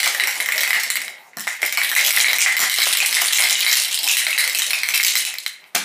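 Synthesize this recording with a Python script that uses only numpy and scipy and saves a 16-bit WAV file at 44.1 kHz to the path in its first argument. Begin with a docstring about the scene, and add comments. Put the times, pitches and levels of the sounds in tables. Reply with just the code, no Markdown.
"""A small tiled kitchen, where ice cubes are thrown about in a hand-held steel cocktail shaker.
Each blow rings the hand-damped wall for a few milliseconds as short decaying sines and stirs up lesser
knocks and bursts of bright noise, the slush. At the end of a stroke the load lands on the base (low modes)
and sloshes (flickering noise). Twice the shaker is caught in the palm with a soft noise thump.
A tile echo, room echoes and a faint room tone surround it; a limiter holds the peaks."""
import sys
import numpy as np
from scipy import signal
from scipy.io import wavfile
from scipy.ndimage import uniform_filter1d, minimum_filter1d

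SR = 44100
rng = np.random.default_rng(int(sys.argv[2]) if len(sys.argv) > 2 else 0)


def generate_wav(signal):
    """Clip the signal to [-1, 1] and save it as 16-bit WAV at the path in sys.argv[1]."""
    frames = np.transpose(np.atleast_2d(signal))
    scaled = np.clip(frames, -1, 1) * 32767
    pcm = np.round(scaled).astype(np.int16)
    wavfile.write(sys.argv[1], SR, pcm)


N = 257544


def from_db(db):
    """Amplitude factor of a level in dB."""
    return 10 ** (np.asarray(db) / 20)


def power_db(power):
    """Level in dB of a power."""
    return 10 * np.log10(power)


def rms_one(x):
    """Scale to rms 1."""
    return x / np.sqrt(np.mean(x ** 2) + 1e-20)


def at_hz(points, hz):
    """Read a (Hz, value) table on a logarithmic frequency axis."""
    table_hz, values = np.transpose(points)
    return np.interp(np.log(hz), np.log(table_hz), values)


def filtered(x, order, hz, kind):
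    """Butterworth filter."""
    return signal.sosfilt(signal.butter(order, hz, kind, fs=SR, output="sos"), x)


def bands(low_hz, size):
    """Half-octave bands of noise with their centres; neighbours come from unrelated draws."""
    edges_hz = low_hz * 2 ** np.arange(0, np.log2(14500 / low_hz), 0.5)
    white = rng.standard_normal((2, size))
    for k, edge_hz in enumerate(edges_hz):
        band = filtered(white[k % 2], 2, [edge_hz, edge_hz * np.sqrt(2)], "band")
        yield edge_hz * 2 ** 0.25, band


def drift(rate_hz):
    """Slow chance: straight lines between random knots of spread 1, rate_hz knots a second."""
    knots = rng.standard_normal(int(N / SR * rate_hz) + 2)
    return np.interp(np.arange(N) / SR * rate_hz, np.arange(len(knots)), knots)


def coloured(spectrum, patchy_db, rate_hz):
    """Noise of a given colour whose bands flicker, partly together; rms 1."""
    together = drift(rate_hz)
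    total = 0
    for hz, band in bands(60.0, N):
        flicker_db = patchy_db * (together + drift(rate_hz))
        total = total + from_db(at_hz(spectrum, hz) + flicker_db) * band
    return rms_one(total)


def dying(events, level_db, t60_s, way=1):
    """Power that jumps at every event and dies away after it (way -1: before it)."""
    kicks = np.zeros(N) + 1e-18
    for s, peak_db in events:
        kicks[int(s * SR)] += from_db(2 * (peak_db + level_db))
    return signal.lfilter([1], [1, -from_db(-120 / (t60_s * SR))], kicks[::way])[::way]


# Room tone colour. Each row: frequency in Hz, relative density in dB per Hz.
ROOM_TONE_COLOUR = [(60, -19), (120, -2.5), (350, -6.5), (1000, -7), (2000, 2.5), (5000, -25), (15000, -53)]


def room_tone():
    """Steady background noise, strongest around 2 kHz, with slowly flickering bands."""
    return from_db(-55.5) * coloured(ROOM_TONE_COLOUR, patchy_db=2.5, rate_hz=8.0)


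# Decay of the kitchen. Each row: frequency in Hz, t60 in s.
KITCHEN_DECAY = [(250, 0.25), (700, 0.15), (2000, 0.52), (4000, 0.33), (9000, 0.31), (15000, 0.11)]


def kitchen(x, patterns=7):
    """Dense noise echoes dying band by band; the moving shaker excites ever another echo pattern."""
    t = np.arange(SR // 2) / SR
    shares = np.array([from_db(29.3 * drift(16.0)) for _ in range(patterns)])
    shares /= np.sqrt(np.sum(shares ** 2, axis=0))
    out = 0
    for share in shares:
        tail = sum(band * from_db(-60 * t / at_hz(KITCHEN_DECAY, hz)) for hz, band in bands(90.0, len(t)))
        tail = tail * np.clip((t - 0.0015) / 0.003, 0, 1)   # echoes fade in from 1.5 to 4.5 ms
        tail = tail / np.sqrt(np.sum(tail ** 2))
        out = out + signal.oaconvolve(share * x, tail)[:N]
    return out


def tile_echo(x):
    """One echo from the nearest tiled wall."""
    lag = int(0.005 * SR)
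    return from_db(-13.5) * np.concatenate([np.zeros(lag), x[:-lag]])


# Shaker caught in the palm. Each row: start in s, level in dB, t60 in s.
PALM_CATCHES = [(1.368, -38.5, 0.21), (5.745, -35.5, .35)]
# Passband of the thump: lower and upper edge in Hz.
PALM_BAND_HZ = [160, 270]


def catches():
    """Skin on steel: a soft lumpy thump of decaying low noise."""
    t = np.arange(N) / SR
    low = rms_one(filtered(rng.standard_normal(N), 2, PALM_BAND_HZ, "band"))
    envelope = 0
    for s, level_db, t60_s in PALM_CATCHES:
        envelope = envelope + (t > s) * from_db(level_db - 60 * np.abs(t - s) / t60_s)
    return low * envelope


# Slosh colour. Each row: frequency in Hz, relative density in dB per Hz.
SLOSH_COLOUR = [(100, -38), (160, -26.5), (240, -11), (400, -13.5), (700, 1.5), (1100, -8.5), (1800, -18)]
SPLASH_DB, SPLASH_T60_S = -18, 0.32   # over the landing's strength


def slosh(stroke_db):
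    """Flickering noise of the moving load; it swells at every landing and dies away."""
    level_db = power_db(from_db(2 * stroke_db) + dying(BASE_LANDINGS, SPLASH_DB, SPLASH_T60_S))
    return from_db(level_db) * coloured(SLOSH_COLOUR, patchy_db=4.0, rate_hz=31.0)


# Slush colour. Each row: frequency in Hz, relative density in dB per Hz.
SLUSH_COLOUR = [(1200, -27.5), (3000, 4), (5500, -1.5), (8000, 4.5), (11000, -5), (14000, -2)]
TICKS_PER_S, TICK_SPREAD_DB, TICK_T60_S = 810, 7, 0.0095
SPRAY_DB, SPRAY_T60_S = -0.5, 0.19   # chips thrown up by a blow, over its crack
SLUSH_DB = -5.5   # over the rattle


def slush(vigour_db):
    """Ice chips tick on the steel: short bursts of bright noise, more after a blow's crack."""
    spray = dying(np.array(CUBE_BLOWS)[:, [0, 4]], SPRAY_DB, SPRAY_T60_S)
    level_db = power_db(from_db(2 * vigour_db) + spray) + SLUSH_DB
    sizes = from_db(TICK_SPREAD_DB * np.minimum(rng.exponential(1, N), 4.0))
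    ticks = sizes * (rng.random(N) < TICKS_PER_S / SR)
    bursts = signal.lfilter([1], [1, -from_db(-60 / (TICK_T60_S * SR))], ticks)
    return from_db(level_db) * rms_one(bursts * coloured(SLUSH_COLOUR, patchy_db=4.0, rate_hz=33.0))


# Upper ring modes. Each row: frequency in Hz, relative level in dB, t60 in s.
UPPER_MODES = [(3085, -4.5, 0.015), (4000, 0, 0.015), (4515, 0.5, 0.0045)]
# Crack modes. Each row: frequency in Hz, relative level in dB, t60 in s.
CRACK_MODES = [(5490, -5.5, 0.0085), (7840, -3.5, 0.0052), (9630, -5, 0.0032), (13400, 15, 0.00072),
               (14900, -11, 0.0098)]
# Body thud modes. Each row: frequency in Hz, relative level in dB, t60 in s.
THUD_MODES = [(262, -24, 0.0072), (720, -7, 0.029), (1020, -2, 0.0011), (1340, 4, 0.0045)]
WALL_T60_S, CONTACT_S = 0.013, 0.00012   # CONTACT_S: time constant of the attack


def shaker(hits, scatter_db, detune):
    """Every hit rings all modes; grip and load shift their pitch and strength from hit to hit."""
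    s, wall_hz, *group_db = np.transpose(hits)   # groups: wall, upper, crack, thud
    at = (s * SR).astype(int)
    out = np.zeros(N + SR)
    modes = [(0, (wall_hz, 0, WALL_T60_S))]
    for group, table in enumerate((UPPER_MODES, CRACK_MODES, THUD_MODES), 1):
        modes += [(group, mode) for mode in table]
    luck = rng.standard_normal((len(at), len(modes), 3))   # strength, pitch, phase
    luck[:, 0, :2] = 0   # wall ring exactly as given
    for k, (group, (hz, level_db, t60_s)) in enumerate(modes):
        n = np.arange(int(t60_s * SR))
        strength = from_db(group_db[group] + level_db + scatter_db * luck[:, k, 0])
        turn = 2 * np.pi * hz * np.exp(detune * luck[:, k, 1]) / SR
        shape = from_db(-60 * n / len(n)) * (1 - np.exp(-n / (CONTACT_S * SR)))
        phase = 2 * np.pi * luck[:, k, 2:]
        rings = strength[:, None] * shape * np.sin(turn[:, None] * n + phase)
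        out += np.bincount((at[:, None] + n).ravel(), rings.ravel(), len(out))
    return out[:N]


# Colour of a small knock: relative levels in dB of wall, upper ring, crack, thud.
KNOCK_GROUPS_DB = [7, 0, -13.5, -13]
KNOCKS_PER_S, KNOCK_SPREAD_DB, KNOCK_HZ = 150, 5.5, 2097
STIR_DB, STIR_T60_S = -13.5, 0.12   # knocks a blow leaves behind, over its wall ring
KNOCK_DB = -9.5   # over the rattle


def knocks(vigour_db):
    """Small knocks at random moments, many weak and a few strong, louder after a blow."""
    stir = dying(np.array(CUBE_BLOWS)[:, :2], STIR_DB, STIR_T60_S)
    level_db = power_db(from_db(2 * vigour_db) + stir) + KNOCK_DB
    s = np.flatnonzero(rng.random(N) < KNOCKS_PER_S / SR) / SR
    luck = rng.standard_normal((len(s), 5))
    size_db = KNOCK_SPREAD_DB * np.minimum(rng.exponential(1, (len(s), 1)), 1.9)
    wall_hz = KNOCK_HZ * np.exp(0.063 * luck[:, 0])
    group_db = size_db + KNOCK_GROUPS_DB + 8.2 * luck[:, 1:]
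    hits = np.column_stack([s, wall_hz, group_db])
    return from_db(level_db) * rms_one(shaker(hits, scatter_db=3.0, detune=0.043))


# Load landing on the base at the end of a stroke. Each row: start in s, relative strength in dB.
BASE_LANDINGS = [(0.065, -14), (0.145, -37), (0.272, -16.5), (0.73, -17), (0.97, -24.5), (1.371, -24),
                 (1.469, -19.5), (1.627, -18.5), (1.775, -19.5), (1.914, -17), (2.168, -35), (2.281, -19.5),
                 (2.329, -18), (2.462, -32), (2.592, -9.5), (2.784, -17.5), (2.867, -13.5), (3.215, -15),
                 (3.398, -15.5), (3.665, -36), (4.266, -21.5), (4.379, -31), (4.474, -32), (4.547, -26),
                 (4.765, -27), (5.15, -40), (5.747, -11.5), (5.761, -17.5)]
BASE_LAG_S, LANDING_DB = 0.00201, 1.5   # LANDING_DB: over the strength column


def landings():
    """The whole load on the heavy base sounds the low modes only, a little late."""
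    silent_db = -np.inf
    hits = [(s + BASE_LAG_S, KNOCK_HZ, silent_db, silent_db, silent_db, strength_db + LANDING_DB)
            for s, strength_db in BASE_LANDINGS]
    return shaker(hits, scatter_db=3.0, detune=0.024)


# Cube on wall. Each row: start in s, wall ring in relative dB, wall ring in Hz,
# upper ring in relative dB, crack in relative dB.
CUBE_BLOWS = [(0.0024, -12.5, 2120, -19, -19.5), (0.0308, -6.5, 2060, -19, -21),
              (0.0593, -10.5, 2320, -28, -18.5), (0.1482, -12, 1900, -24, -24),
              (0.1986, -6, 2040, -14.5, -24), (0.2374, -7.5, 2110, -21, -18), (0.2727, -10, 2040, -24, -13),
              (0.402, -9, 2050, -27.5, -24), (0.4599, -13, 2050, -28, -19.5), (0.488, -8, 2000, -26, -21),
              (0.5215, -6.5, 2140, -35, -23), (0.5796, -11.5, 1900, -16, -17),
              (0.6072, -15, 1920, -15.5, -13.5), (0.6336, -9, 2040, -22, -14),
              (0.6764, -11.5, 2010, -36, -21), (0.7064, -5.5, 2080, -21, -22), (0.7308, 1, 2010, -16, -16),
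              (0.8347, -17, 2090, -26, -17.5), (0.9021, -12.5, 2010, -18, -17),
              (0.9563, -11.5, 2030, -24, -17), (0.9704, -12, 2160, -23, -23), (1.0171, -17, 2090, -33, -24),
              (1.0805, -18.5, 2130, -28, -33), (1.1836, -38, 2000, -44, -65), (1.3332, -34, 2040, -56, -64),
              (1.3705, -26.5, 1800, -35, -25.5), (1.3849, -24, 1770, -33, -30),
              (1.4066, -24.5, 1920, -35, -25.5), (1.4709, -22, 2120, -34, -28),
              (1.4763, -9.5, 2000, -33, -33), (1.6182, -17, 2100, -31, -26.5),
              (1.6302, -5.5, 2110, -35, -20.5), (1.6624, -26, 2070, -29, -18.5),
              (1.725, -14, 2190, -27, -18), (1.7734, -5, 2270, -19, -15), (1.8158, -9, 1950, -24, -33),
              (1.9158, -10, 1810, -18, -14.5), (1.9516, -6, 2470, -13, -7.5),
              (1.9637, -0.5, 2060, -17, -11.5), (1.9921, -5, 2140, -14, -17),
              (2.1064, -5.5, 2170, -27, -14.5), (2.1264, -11, 2130, -42, -9), (2.173, -3, 2050, -28, -26),
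              (2.2022, -9, 2310, -10, -18), (2.283, -2.5, 2130, -13, -25), (2.3315, -7.5, 2000, -12, -14),
              (2.385, -2, 2290, -19, -6), (2.4618, 0.5, 2044, -25, -28), (2.5674, -2.5, 2080, -14, -11.5),
              (2.5924, -12, 2100, -20, -7), (2.6164, -7, 2000, -18, -12), (2.6975, -9.5, 2120, -10, -9.5),
              (2.7856, -16, 2090, -10, -16), (2.803, -8.5, 2220, -13, -18), (2.8184, -13, 2180, -17, -14),
              (2.8722, -12.5, 2670, -22, -24), (2.9731, -14, 2200, -27, -13),
              (3.0026, -2.5, 2510, -23, -26), (3.1274, -13, 2130, -24, -15.5), (3.1684, -8, 2050, -25, -24),
              (3.2161, -27, 2090, -20, -17), (3.3849, -5, 2180, -16, -13.5), (3.4221, -5, 2140, -18, -11),
              (3.4384, -14, 2320, -13, -13), (3.4973, -18, 2140, -11, -14), (3.6104, -27, 2320, -13.5, -32),
              (3.6277, -11.5, 2450, -16, -31), (3.6647, -5, 2160, -9.5, -18),
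              (3.7546, -12.5, 2830, -13, -10), (3.8208, -34, 3000, -19, -17), (3.8482, -14, 3080, -18, -25),
              (3.8855, -22, 2080, -25, -23), (3.9894, -28, 2860, -18.5, -18), (4.0324, -27, 2080, -32, -18),
              (4.0423, -30, 2190, -26, -16.5), (4.0767, -10, 2550, -27, -16.5),
              (4.0955, -6.5, 2660, -25, -19), (4.1691, -10, 2080, -14, -14),
              (4.1773, -11.5, 2910, -17, -14.5), (4.267, -4.5, 2150, -14, -20),
              (4.3291, -10, 2660, -25, -30), (4.3784, -2.5, 2070, -10, -16),
              (4.44, -13.5, 2080, -20, -21.5), (4.477, -13, 2100, -18.5, -16.5),
              (4.497, -26, 2070, -23, -19), (4.5486, -12.5, 2610, -16, -13),
              (4.5874, -18, 2220, -20, -14.5), (4.6199, -17, 2000, -11.5, -20),
              (4.7065, -12.5, 2200, -20, -20), (4.7326, -5, 2520, -17, -16),
              (4.8336, -7.5, 2130, -18.5, -18.5), (4.8879, -7.5, 2220, -21, -14),
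              (4.9387, -6, 2600, -13, -16), (4.9425, -7, 2220, -18, -12), (5.0305, -12, 2100, -20, -11.5),
              (5.0479, -8, 2230, -21, -25), (5.0699, -16, 2000, -17, -21), (5.0815, -22, 2620, -14, -14.5),
              (5.1542, -6, 2070, -15, -10.5), (5.1711, -30, 2130, -22, -17), (5.251, -13, 2650, -18, -14),
              (5.3403, -21, 2050, -35, -27), (5.3847, -25, 2140, -21, -23.5), (5.4632, -13, 2100, -16, -22),
              (5.6411, -35.5, 2200, -48, -57), (5.7498, -13, 2080, -22.5, -12.5),
              (5.7608, -13, 2340, -29, -33)]
WALL_DB, UPPER_DB, CRACK_DB, BODY_DB = 4, 5.5, 9.5, -24.5   # over the columns; body over wall ring


def blows():
    """The hard blows; a corner cracks, a flat face rings the wall, the body follows faintly."""
    s, wall_db, wall_hz, upper_db, crack_db = np.transpose(CUBE_BLOWS)
    hits = np.column_stack([s, wall_hz, wall_db + WALL_DB, upper_db + UPPER_DB,
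                            crack_db + CRACK_DB, wall_db + BODY_DB])
    return shaker(hits, scatter_db=1.5, detune=0.046)


# The shaking. Each row: time in s, vigour as rattle level in dB, slosh level in dB,
# room over direct sound in dB as the shaker turns and moves.
SHAKING = [(0.0, -16, -37.5, -2), (0.39, -29, -39.5, -1.5), (0.68, -20, -41, -4), (0.81, -21, -41, -2),
           (0.93, -35, -45, -4.5), (1.15, -68, -50.5, -5), (1.41, -66, -62.5, -1), (1.56, -30, -52, -3.5),
           (1.77, -27, -47, -1.5), (1.85, -21.5, -41, -2), (2.2, -11, -35.5, -5), (2.5, -21.5, -40, -1),
           (2.91, -12.5, -44, -5.5), (3.12, -18, -38, -2), (3.33, -14, -43, -2), (3.61, -17, -43, -4.5),
           (3.71, -15.5, -42, 0), (3.84, -23, -52.5, -4), (4.06, -26, -45.5, -1.5),
           (4.26, -19.5, -48, -2.5), (4.42, -24, -44, -2), (5.07, -23.5, -50, -5), (5.25, -27.5, -49, -3.5),
           (5.37, -39, -53.5, -8), (5.51, -61, -67, -7), (5.84, -58, -49, -2.5)]
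FLIGHT_DB, FLIGHT_T60_S = -6.5, 0.15   # over the coming blow's wall ring
STEEL_RADIATES_ABOVE_HZ, BASE_RADIATES_ABOVE_HZ = 786, 310


def scene():
    """Room tone and room around the shaker; so small a body sends out hardly any bass."""
    s, *columns = np.transpose(SHAKING)
    vigour_db, stroke_db, room_db = (np.interp(np.arange(N) / SR, s, column) for column in columns)
    # the rattle thins while the ice flies towards a blow
    coming = dying(np.array(CUBE_BLOWS)[:, :2], FLIGHT_DB, FLIGHT_T60_S, way=-1)
    vigour_db = vigour_db - power_db(1 + coming / from_db(2 * vigour_db))
    steel = filtered(slush(vigour_db) + knocks(vigour_db) + blows(), 3, STEEL_RADIATES_ABOVE_HZ, "high")
    base = filtered(landings(), 2, BASE_RADIATES_ABOVE_HZ, "high")
    near = catches() + slosh(stroke_db) + base + steel
    return (room_tone() + kitchen(from_db(room_db) * near) + tile_echo(near) + near)[None]


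CEILING_DB, LOOK_AHEAD_S, RELEASE_DB_PER_S = -2.5, 0.00562, 316


def limiter(x):
    """The gain sinks just ahead of every peak over the ceiling and creeps back afterwards."""
    over_db = np.maximum(20 * np.log10(np.abs(x) + 1e-9) - CEILING_DB, 0)
    ramp_db = RELEASE_DB_PER_S * np.arange(N) / SR
    held_db = np.maximum.accumulate(over_db + ramp_db) - ramp_db
    ahead = int(LOOK_AHEAD_S * SR)
    early_db = -minimum_filter1d(-held_db, size=ahead, origin=-(ahead // 2))
    return x * from_db(-uniform_filter1d(early_db, size=31))


MIC_LOW_HZ, CUTOFF_HZ = 152, 15250


def record(dry):
    """The microphone drops the bass, a limiter holds the peaks, the top is cut."""
    limited = limiter(filtered(dry[0], 4, MIC_LOW_HZ, "high"))
    top_cut = signal.ellip(12, 0.5, 80, CUTOFF_HZ, fs=SR, output="sos")
    return signal.sosfilt(top_cut, limited)[None]


dry = scene()
out = record(dry)
generate_wav(out)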